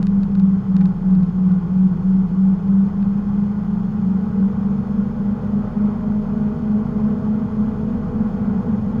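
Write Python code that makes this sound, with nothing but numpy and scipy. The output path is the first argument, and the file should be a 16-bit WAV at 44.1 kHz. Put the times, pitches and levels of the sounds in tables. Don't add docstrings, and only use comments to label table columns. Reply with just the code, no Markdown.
import sys
import numpy as np
from scipy import signal
from scipy.fft import rfft, irfft
from scipy.io import wavfile
from scipy.ndimage import uniform_filter1d

SR = 44100
rng = np.random.default_rng(int(sys.argv[2]) if len(sys.argv) > 2 else 0)


def log_audio(samples):
    frames = np.atleast_2d(samples).T
    limited = np.clip(frames, -1, 1)
    pcm = np.round(limited * 32767).astype(np.int16)
    wavfile.write(sys.argv[1], SR, pcm)


N = 396900


def from_db(db):
    return 10 ** (np.asarray(db) / 20)


def unit_rms(x):
    return x / np.sqrt(np.mean(x ** 2) + 1e-20)


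def automation(rows):
    times, *columns = np.transpose(rows)
    return [np.interp(np.arange(N) / SR, times, column) for column in columns]


def running_angle(hz):
    return 2 * np.pi * (np.cumsum(hz) / SR + rng.random())


def drift(rate_hz):
    hop, settle = 40, 2000
    pole = np.exp(-2 * np.pi * hop * rate_hz / SR)
    noise = rng.standard_normal(N // hop + settle + 2)
    slow = signal.lfilter([1], [1, -2 * pole, pole * pole], noise)[settle:]
    return np.interp(np.arange(N) / hop, np.arange(len(slow)), unit_rms(slow))


def coloured(x, spectrum):
    hz, db = np.transpose(spectrum)
    bin_hz = np.maximum(np.arange(N // 2 + 1) * SR / N, 1)
    gain = from_db(np.interp(np.log(bin_hz), np.log(hz), db))
    roll_off = (1 + (.5 * hz[0] / bin_hz) ** 2) * (1 + (.5 * bin_hz / hz[-1]) ** 4)
    return unit_rms(irfft(rfft(x) * gain / roll_off, N))


def resonance(x, hz, width_hz):
    r = np.exp(-np.pi * width_hz / SR)
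    feedback = [1, -2 * r * np.cos(2 * np.pi * hz / SR), r * r]
    return signal.lfilter(np.array([1, 0, -1]) * (1 - r * r) / 2, feedback, x + 1e-18)


def band(x, hz, width_hz):
    return unit_rms(resonance(resonance(x, hz, width_hz), hz, width_hz))


def grains(per_s, spread_db):
    sizes = from_db(spread_db * np.minimum(rng.exponential(1, N), 5)) * rng.choice([-1, 1], N)
    return unit_rms(sizes * (rng.random(N) < per_s / SR))


def beating(angle, neighbour_gain, slip, lull_s):
    slipped = np.cumsum(slip * np.gradient(angle))
    slipped -= slipped[round(lull_s * SR)]
    pair = np.sin(angle) - neighbour_gain * np.sin(angle + slipped)
    return pair * np.sqrt(2 / (1 + neighbour_gain ** 2))


# time_s, turns_per_s
SHAFT_SPEED = [(0, 66.62), (0.5, 64.64), (1, 63.14), (1.5, 62.33), (2.4, 63.99), (2.8, 65.62), (3.4, 67.54),
               (4.1, 70.9), (4.9, 74.41), (5.6, 77.23), (6.4, 78.18), (7.1, 79.98), (8.1, 81.23), (9, 79.5)]
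# time_s, neighbour_gain
BLADE_THROB_DEPTH = [(0, 0.4), (1, 1), (2.6, 1), (3.2, 0.24), (4.6, 0), (6.2, 0.42), (9, 0.63)]
# time_s, detune_fraction
BLADE_DETUNE = [(0, .0146), (2.6, .0168), (3.2, .0146), (6.2, .016), (9, .0157)]


def propeller(hull_hz=191.7, hull_width_hz=17.7, blade_db=-15.5, hum_db=-39.5, octave_db=-55.5):
    shaft_hz, = automation(SHAFT_SPEED)
    neighbour_gain, = automation(BLADE_THROB_DEPTH)
    slip, = automation(BLADE_DETUNE)
    shaft = running_angle(shaft_hz)
    blade = 3 * shaft + .012 * drift(12)
    off_resonance = 2 * (3 * shaft_hz - hull_hz) / hull_width_hz
    level = from_db(blade_db + drift(35)) / np.sqrt(1 + off_resonance ** 2)
    drone = level * beating(blade, neighbour_gain, -slip, lull_s=.288)
    hum = (shaft_hz / shaft_hz.mean()) ** 2 * np.sqrt(2) * np.sin(shaft)
    return drone + from_db(hum_db) * hum + from_db(octave_db) * np.sin(2 * blade)


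# time_s, turns_per_s
CRANK_SPEED = [(0, 44.0), (1, 41.95), (1.6, 41.75), (2.5, 42.85), (3.3, 43.9), (4, 46.2), (4.8, 49.45),
               (5.4, 50.15), (6, 51.6), (7, 52.75), (7.6, 52.95), (8.3, 54.35), (9, 54.0)]
# time_s, level_db, neighbour_gain
FIRING_TONE = [(0, -25.5, 0.4), (1, -23.5, 0.62), (3.3, -29.5, .35), (4.3, -19, 0.6), (5, -22.5, 0.52),
               (6, -21, 1), (7.2, -20.5, 0.5), (8.2, -26, 0.78), (9, -22, 0.3)]
# time_s, detune_fraction
ENGINE_DETUNE = [(0, .0132), (2, .018), (3.5, .0136), (4.5, .0185), (6, .0163), (9, .016)]
# crank_multiple, gain_db
ENGINE_ORDERS = [(3, -2), (7, -16.5), (8, -1), (8.5, -13), (9, 0), (9.5, -13), (10, 0.5), (11, -7.5),
                 (12, -1), (13, -11.5), (14, -13), (16, -11)]
# centre_hz, width_hz, gain_db
HULL_MODES = [(144, 35, 5), (331, 32, 6.5), (420.9, 55, -0.5), (481.3, 26, -4), (500.6, 26, -7.5),
              (615.5, 70, -6.5), (780, 200, -11.5)]


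def engine(crank_hz, speed_db, throttle_lead_s=.35, flutter_db=1.54, rough_db=2.0, lull_s=.247):
    firing_db, neighbour_gain = automation(FIRING_TONE)
    slip, = automation(ENGINE_DETUNE)
    crank = running_angle(crank_hz)
    firing = 4 * crank + .11 * drift(12)
    sound = from_db(firing_db + flutter_db * drift(18)) * beating(firing, neighbour_gain, slip, lull_s)
    acceleration_db_per_s = uniform_filter1d(np.gradient(speed_db) * SR, size=SR)
    load_db = -39.5 + 6.5 * (speed_db + throttle_lead_s * acceleration_db_per_s)
    for order, gain_db in ENGINE_ORDERS:
        hull_gain = sum(from_db(db) / (1 + (2 * (order * crank_hz - hz) / width_hz) ** 2) ** 1.64
                        for hz, width_hz, db in HULL_MODES)
        angle = order * crank + .33 * drift(11)
        tone = beating(angle, neighbour_gain=.22, slip=slip, lull_s=lull_s)
        sound += hull_gain * from_db(load_db + gain_db + rough_db * drift(8)) * tone
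    return sound, firing


# frequency_hz, gain_db
RUMBLE_EQ = [(18, -27.5), (40, -13), (60, -12), (95, -3.5), (130, -2), (152, 1), (195, -0.5), (220, -5),
             (258, -12.5), (300, -19.5), (400, -25.5), (700, -66)]


def exhaust(speed_db, firing, pulse_depth=.46):
    gas_in_water, gas_on_hull = rng.standard_normal((2, N)) * (1 + pulse_depth * np.cos(firing))
    rumble = from_db(-27.5 + 1.1 * speed_db) * coloured(gas_in_water, RUMBLE_EQ)
    boom_db = -31.5 + 1.1 * speed_db + 21 * np.maximum(speed_db, 0)
    boom = from_db(boom_db) * band(gas_on_hull, hz=197.2, width_hz=29)
    growl = from_db(-44 + 2.2 * speed_db) * band(gas_on_hull, hz=427, width_hz=110)
    return rumble + boom + growl


# frequency_hz, gain_db
CHURN_EQ = [(200, -7.5), (300, 0), (420, 4), (550, -2.5), (700, -1), (850, 1.5), (1150, -1.5), (1450, -6),
            (1750, -16.5), (2300, -22.5), (3500, -34), (7000, -60)]
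# frequency_hz, gain_db
SPRAY_EQ = [(1000, -12), (2000, -1), (3200, 0), (3900, -4), (5200, -7), (6800, -9), (8000, -18),
            (9600, -17), (11500, -20.5), (13500, -23.5), (15700, -22.5)]


def wake(speed_db, firing, bubble_q=7, bubble_gain=.5, pulse_depth=.25, surge_db=.65, flicker_db=.3):
    pitches_hz = np.geomspace(350, 2800, 18)
    births = grains(per_s=3000, spread_db=3)
    pitch_index = rng.integers(0, len(pitches_hz), N)
    bubbles = sum(resonance(births * (pitch_index == k), hz, hz / bubble_q)
                  for k, hz in enumerate(pitches_hz))
    rush = rng.standard_normal(N) * (1 + pulse_depth * np.cos(firing))
    churn = unit_rms(coloured(rush, CHURN_EQ) + bubble_gain * coloured(bubbles, CHURN_EQ))
    spray = coloured(grains(per_s=9000, spread_db=3) + rng.standard_normal(N), SPRAY_EQ)
    churn_db = -40.5 + 1.7 * speed_db + surge_db * drift(4.3)
    spray_db = -62 + .41 * speed_db + flicker_db * drift(13)
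    return from_db(churn_db) * churn + from_db(spray_db) * spray


def mount_shudder(pitch_hz=30.8, level_db=-40, swing_db=5.5):
    level = from_db(level_db + swing_db * np.tanh(drift(1.5)))
    angle = running_angle(np.full(N, pitch_hz)) + .8 * drift(2)
    return level * np.sqrt(2) * np.sin(angle)


# start_s, strength_db
SLAP_HITS = [(0.023, -41.5), (0.805, -40.5), (0.813, -37)]


def hull_slaps(decay_s=.0083, cutoff_hz=4500, gain_db=-8):
    t = np.arange(N) / SR
    envelope = sum(from_db(strength_db) * (t >= start_s) * np.exp(-np.abs(t - start_s) / decay_s)
                   for start_s, strength_db in SLAP_HITS)
    splat = envelope * band(rng.standard_normal(N), hz=1500, width_hz=1700)
    return from_db(gain_db) * signal.sosfilt(signal.butter(2, cutoff_hz, fs=SR, output="sos"), splat)


# start_s, strength_db, cutoff_hz
DROP_HITS = [(0.029, -30, 8200), (0.0698, -29.5, 7540), (0.2333, -34, 6500), (0.353, -34, 5500),
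             (0.3983, -36, 6500), (0.7666, -30, 6510), (0.8113, -36.5, 6030), (0.8568, -33, 6500),
             (1.1093, -44.5, 6070), (1.152, -40.5, 6000), (1.2324, -41, 6000), (1.5198, -43.5, 6160),
             (3.0277, -36, 3460)]
# pitch_hz, width_hz, gain_db
TICK_MODES = [(1620, 320, 9), (2630, 430, 4.5), (3770, 290, 6), (4380, 380, -4), (5550, 440, -10),
              (6900, 600, -9), (9600, 1200, -10)]


def drop_ticks(peak_db=-25.6):
    force = np.zeros(N)
    for start_s, strength_db, cutoff_hz in DROP_HITS:
        click = from_db(strength_db) * (np.arange(N) == round(start_s * SR))
        force += signal.sosfilt(signal.butter(3, cutoff_hz, fs=SR, output="sos"), click + 1e-18)
    ticks = sum(from_db(db) * resonance(force, hz, width_hz) for hz, width_hz, db in TICK_MODES)
    return from_db(peak_db) * ticks / np.abs(ticks).max()


def scene(cruise_turns_per_s=52):
    crank_hz, = automation(CRANK_SPEED)
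    speed_db = 20 * np.log10(crank_hz / cruise_turns_per_s)
    motor, firing = engine(crank_hz, speed_db)
    machinery = propeller() + motor + exhaust(speed_db, firing)
    water = wake(speed_db, firing) + hull_slaps() + drop_ticks()
    return (machinery + water + mount_shudder())[None]


# centre_hz, width_hz, gain_db
CASE_EQ = [(820, 30, 4.5), (988, 39, -8), (1057, 65, 2), (1166, 53, 3), (1187, 43, -5), (1395, 51, -5),
           (1418, 81, 4), (1940, 64, -2), (1970, 90, 5), (2216, 81, -8.5), (2270, 52, 3.5), (2507, 90, 4),
           (2690, 250, -5.5), (3148, 400, 2), (3880, 530, -3.5), (4340, 87, 5.5), (5210, 85, 6),
           (5830, 520, -4.5), (6500, 300, 3), (8000, 1200, -8), (9800, 420, 3), (11000, 540, -2)]


def record(dry, fade_s=.002, cutoff_hz=15700):
    sound = dry * signal.windows.tukey(N, 2 * fade_s * SR / N)
    for hz, width_hz, gain_db in CASE_EQ:
        sound = sound + (from_db(gain_db) - 1) * resonance(sound, hz, width_hz)
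    return signal.sosfilt(signal.ellip(12, .1, 80, cutoff_hz, fs=SR, output="sos"), sound)


dry = scene()
out = record(dry)
log_audio(out)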